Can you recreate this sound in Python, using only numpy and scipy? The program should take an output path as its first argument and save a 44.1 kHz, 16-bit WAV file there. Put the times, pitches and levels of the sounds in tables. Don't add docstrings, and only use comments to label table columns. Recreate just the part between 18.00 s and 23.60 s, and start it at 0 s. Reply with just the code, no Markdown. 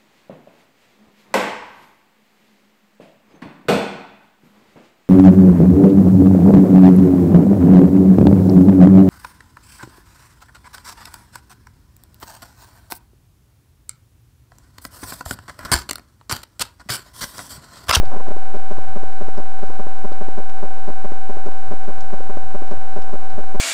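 import sys
import numpy as np
from scipy import signal
from scipy.fft import rfft, irfft, next_fast_len
from scipy.io import wavfile
from scipy.ndimage import uniform_filter1d, map_coordinates

SR = 44100
rng = np.random.default_rng(int(sys.argv[2]) if len(sys.argv) > 2 else 0)


def generate_wav(signal):
    frames = np.transpose(np.atleast_2d(signal))
    scaled = np.clip(frames, -1, 1) * 32767
    pcm = np.round(scaled).astype(np.int16)
    wavfile.write(sys.argv[1], SR, pcm)


N = 246959
TIME = np.arange(N) / SR
LINE_HZ = 767.045
FRAME_HZ, FIRST_FRAME_S = LINE_HZ / 64, .0222

# (frequency [Hz], gain [dB])
HISS_SPECTRUM = [(20, 6.5), (200, -3), (1000, -5.5), (2000, -3), (3200, 7.5), (5000, 6.5), (7500, 4)]
RASP_SPECTRUM = [(60, -16), (150, -3), (350, -2), (550, 0.5), (1000, -3), (1500, -10), (2500, -15.5),
                 (6000, -35)]
THUD_SPECTRUM = [(20, -5.5), (50, -13), (85, 11.5), (110, 2), (150, -10.5), (400, -36), (1500, -83.5)]
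# (time [s], level [dB])
TOOTH_SCRAPES = [(3.69, -52), (4.01, -54), (5.32, -45.5)]
TRUNK_TUGS = [(.07, -40), (.36, -46), (.58, -45), (.785, -40.5), (1.05, -39.5), (1.235, -38), (1.38, -42),
              (1.70, -42), (2.36, -43), (3.36, -42), (3.70, -34.5), (3.92, -41), (4.02, -38), (4.37, -41.5),
              (4.46, -39.5), (4.74, -38), (5.35, -42.5)]
# (time [s], level [dB], pitch [Hz])
FIBRE_SNAPS = [(0.0540, -51.5, 4250), (0.56, -59, 4150), (1.377, -55, 4900), (1.664, -59, 5060),
               (2.1255, -54.5, 4180), (3.460, -62, 5800), (4.006, -50.5, 5650), (4.711, -57, 5230),
               (5.0194, -53.5, 4700), (5.3018, -58, 4880)]
# (time [s], relative level [dB])
DRY_CLICKS = [(0.284, -35), (0.7163, -42), (0.9682, -46), (1.1293, -35.5), (1.7574, -39), (1.993, -37),
              (2.4978, -32), (2.8451, -38.5), (3.5176, -35), (3.832, -43), (3.9098, -40.5), (4.6793, -34.5),
              (4.7233, -37), (4.972, -40)]
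# (frequency [Hz], level [dB])
CONVERTER_TONES = [(4000, -68), (6136.4, -70)]
# (harmonic [multiple of the line rate], level [dB])
LINE_HARMONICS = [(1, -36.5), (2, -47.5), (3, -59), (4, -71), (6, -76.5)]
# (time [s], length [s], rate [draws/s], relative level [dB], unevenness [0-1])
BUSY_RUNS = [(0.114, 0.037, 620, -20, 0.5), (0.197, 0.017, 500, -19.5, 0.34),
             (0.273, 0.0049, 260, -16, 0.14)]
# (time [s], data blocks [count], relative level [dB])
FILE_OPENING = [(0.0306, 1, -20.5), (0.1589, 3, -22.5), (0.2833, 1, -20), (0.3058, 3, -22.5),
                (0.3653, 1, -21)]
# (start [s], end [s])
SLOW_CARD_SPELLS = [(.6, 1.3), (1.5, 2.3), (3.0, 3.4), (4.0, 4.6), (5.5, 5.6)]
# (frequency [Hz], gain [dB])
TICK_LEAK = [(30, -18.5), (150, -9.5), (350, 1.5), (700, 1), (1100, -2.5), (2000, -12.5), (4000, -26),
             (7000, -31)]
SUPPLY_LEAK = [(5, 3.5), (25, -9.5), (70, -13.5), (200, -2), (400, -5.5), (620, -2), (1000, -4.5),
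               (1600, -13), (3000, -25), (7000, -18)]
# (frequency [Hz], gain [dB])
CHANNEL_RESPONSE = [(7200, -1), (7800, -3.5), (8300, -11.5), (8800, -27), (9300, -44), (10000, -72.5)]


def amp(db):
    return 10 ** (np.asarray(db) / 20)


def unit(x):
    return x / np.sqrt(np.mean(x ** 2) + 1e-20)


def along(points, hz):
    f, v = np.transpose(points)
    return np.interp(np.log(hz + 1), np.log(f + 1), v)


def filtered(x, response):
    m = next_fast_len(N + SR // 4)
    return irfft(rfft(x, m) * response(np.fft.rfftfreq(m, 1 / SR)), m)[:N]


def coloured(x, colour, size=8192):
    cepstrum = irfft(np.log(amp(along(colour, np.fft.rfftfreq(size, 1 / SR)))))
    cepstrum[1:size // 2] *= 2
    cepstrum[size // 2 + 1:] = 0
    return signal.fftconvolve(x, irfft(np.exp(rfft(cepstrum))))[:N]


def noise(colour):
    return unit(coloured(rng.standard_normal(N), colour))


def impulses(times, sizes):
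    at = np.clip(np.asarray(times) * SR, 0, N)
    i = at.astype(int)
    return (np.bincount(i, sizes * (1 - at + i), N + 2) + np.bincount(i + 1, sizes * (at - i), N + 2))[:N]


def add(track, s, sound):
    part = track[max(round(s * SR), 0):][:len(sound)]
    part += sound[:len(part)]


def wobble(rate):
    return map_coordinates(rng.standard_normal(int(N * rate / SR) + 4), [TIME * rate])


def swells(events, rise, fall):
    return sum(amp(db) * np.exp(-np.maximum((s - TIME) / rise, (TIME - s) / fall)) for s, db in events)


def flicker(samples):
    return unit(uniform_filter1d(rng.standard_normal(N), size=samples))


def hiss(level_db=-55):
    return amp(level_db) * noise(HISS_SPECTRUM)


def converter_whistles():
    return sum(amp(db) * np.sqrt(2) * np.sin(2 * np.pi * hz * TIME) for hz, db in CONVERTER_TONES)


def gnawing(rasp_db=-47.5, shake_db=-51.5, grain_db=2):
    effort = wobble(rate=8)
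    grain = amp(grain_db * flicker(260))
    rasp = np.hypot(amp(rasp_db + .73 * effort), swells(TOOTH_SCRAPES, rise=.015, fall=.03))
    thud = np.hypot(amp(shake_db + 3 * effort), swells(TRUNK_TUGS, rise=.034, fall=.045))
    return rasp * unit(grain * noise(RASP_SPECTRUM)) + thud * noise(THUD_SPECTRUM)


def splinters(spread_s=.022, cluster_t60_s=.06, fibre_t60_s=.0019, fibres=26):
    track, t = np.zeros(N), np.arange(SR // 32) / SR
    for s, db, hz in FIBRE_SNAPS:
        size_db = rng.normal(0, 3, (fibres, 1))
        pitch_hz = hz * np.exp(rng.normal(0, .13, (fibres, 1)))
        start = spread_s * rng.random((fibres, 1)) ** 1.6
        age = np.maximum(t - start, 0)
        fall = amp(size_db - 60 * start / cluster_t60_s - 60 * age / fibre_t60_s)
        crack = np.sum(fall * np.sin(2 * np.pi * pitch_hz * age), axis=0)
        add(track, s, amp(db) * unit(crack))
    return track


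def clicks(gain_db=15):
    times, db = np.transpose(DRY_CLICKS)
    spikes = impulses(times, -amp(db + gain_db))
    return coloured(spikes, [(300, 13), (1500, 5.5), (4000, .5), (7500, -7)])


def sensor_whine(pause_s=.0054, restart_share=.23, half_ramp_s=.0086, flutter_db=1.5):
    since_restart = (TIME - FIRST_FRAME_S) % (1 / FRAME_HZ) - pause_s
    ramp = np.clip(restart_share + since_restart / (2 * half_ramp_s), 0, 1)
    readout = uniform_filter1d((since_restart > 0) * ramp, size=30)
    dips = -sum(amp(db) * np.sqrt(2) * np.cos(2 * np.pi * k * LINE_HZ * TIME)
                for k, db in LINE_HARMONICS)
    return dips * readout * amp(flutter_db * flicker(200))


def processor_ticks(period_s=.0079, delay_s=.0026, dip_db=-5, edge_db=-46, count=760):
    lateness, jitter, size, sharpness = rng.standard_normal((count, 4)).T
    times = np.cumsum(period_s + delay_s * (lateness > .6) + .0004 * jitter)
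    dips = coloured(impulses(times, -amp(dip_db + 1.7 * size)), TICK_LEAK)
    edges = impulses(times, -amp(edge_db + 5 * np.minimum(sharpness, 1.8)))
    return dips + edges


def supply(edges, steps):
    return coloured(np.cumsum(impulses(np.concatenate(edges), np.concatenate(steps))), SUPPLY_LEAK)


def processor_chatter(draw_s=.00042, count=32):
    edges, steps = [], []
    for s, length, rate, db, unevenness in BUSY_RUNS:
        slip, size_db = rng.standard_normal((2, count))
        age = np.abs(np.arange(count) + unevenness * slip) / rate
        current = amp(db + size_db) * np.clip((length - age) * rate, 0, 1)
        edges += [s + age, s + age + draw_s]
        steps += [-current, current]
    return supply(edges, steps)


def write_schedule(first_full_frame=6.5, frames_per_save=2.5, early_saves=(1, 9), creep_s=.00011):
    writes = list(FILE_OPENING)
    for n in range(25):
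        frame = int(first_full_frame + n * frames_per_save) - (n in early_saves)
        frame_s = FIRST_FRAME_S + frame / FRAME_HZ
        save_s = frame_s + .0202 - n * creep_s
        writes.append((save_s, 3, -21.5))
        if any(start < frame_s < end for start, end in SLOW_CARD_SPELLS):
            writes.append((frame_s + 1 / FRAME_HZ + .0093, 1, -20.5))
        else:
            writes.append((save_s + .0228, 1, -22.5))
    return writes


def card_writes(gain_db=5, block_s=.004997, data_s=.0019, reply_at_s=.003034, reply_s=.00079):
    edges, steps = [], []
    for s, blocks, db in write_schedule():
        starts = s + block_s * np.arange(blocks)
        # (time [s], length [s], share of the full current [0-1])
        command = (s - .002506, .0014, .43)
        closing = (starts[-1] + block_s, reply_s, .41)
        data = [(start, data_s, 1) for start in starts]
        replies = [(start + reply_at_s, reply_s, 1) for start in starts]
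        on, length, share = np.transpose([command, closing] + data + replies)
        on_jitter, off_jitter, size_db = (rng.standard_normal((len(on), 3)) * [.0001, .0001, 1]).T
        current = share * amp(db + gain_db + size_db)
        edges += [on + on_jitter, on + length + off_jitter]
        steps += [-current, current]
    return supply(edges, steps)


def scene():
    beaver = splinters() + gnawing()
    camera = sensor_whine() + processor_ticks() + processor_chatter() + card_writes()
    return (hiss() + converter_whistles() + beaver + clicks() + camera)[None]


def record(dry, dc_offset=-.58, top_hz=9600):
    narrowed = filtered(dry[0], lambda hz: amp(along(CHANNEL_RESPONSE, hz)) * (hz < top_hz))
    return dc_offset + narrowed[None]


dry = scene()
out = record(dry)
generate_wav(out)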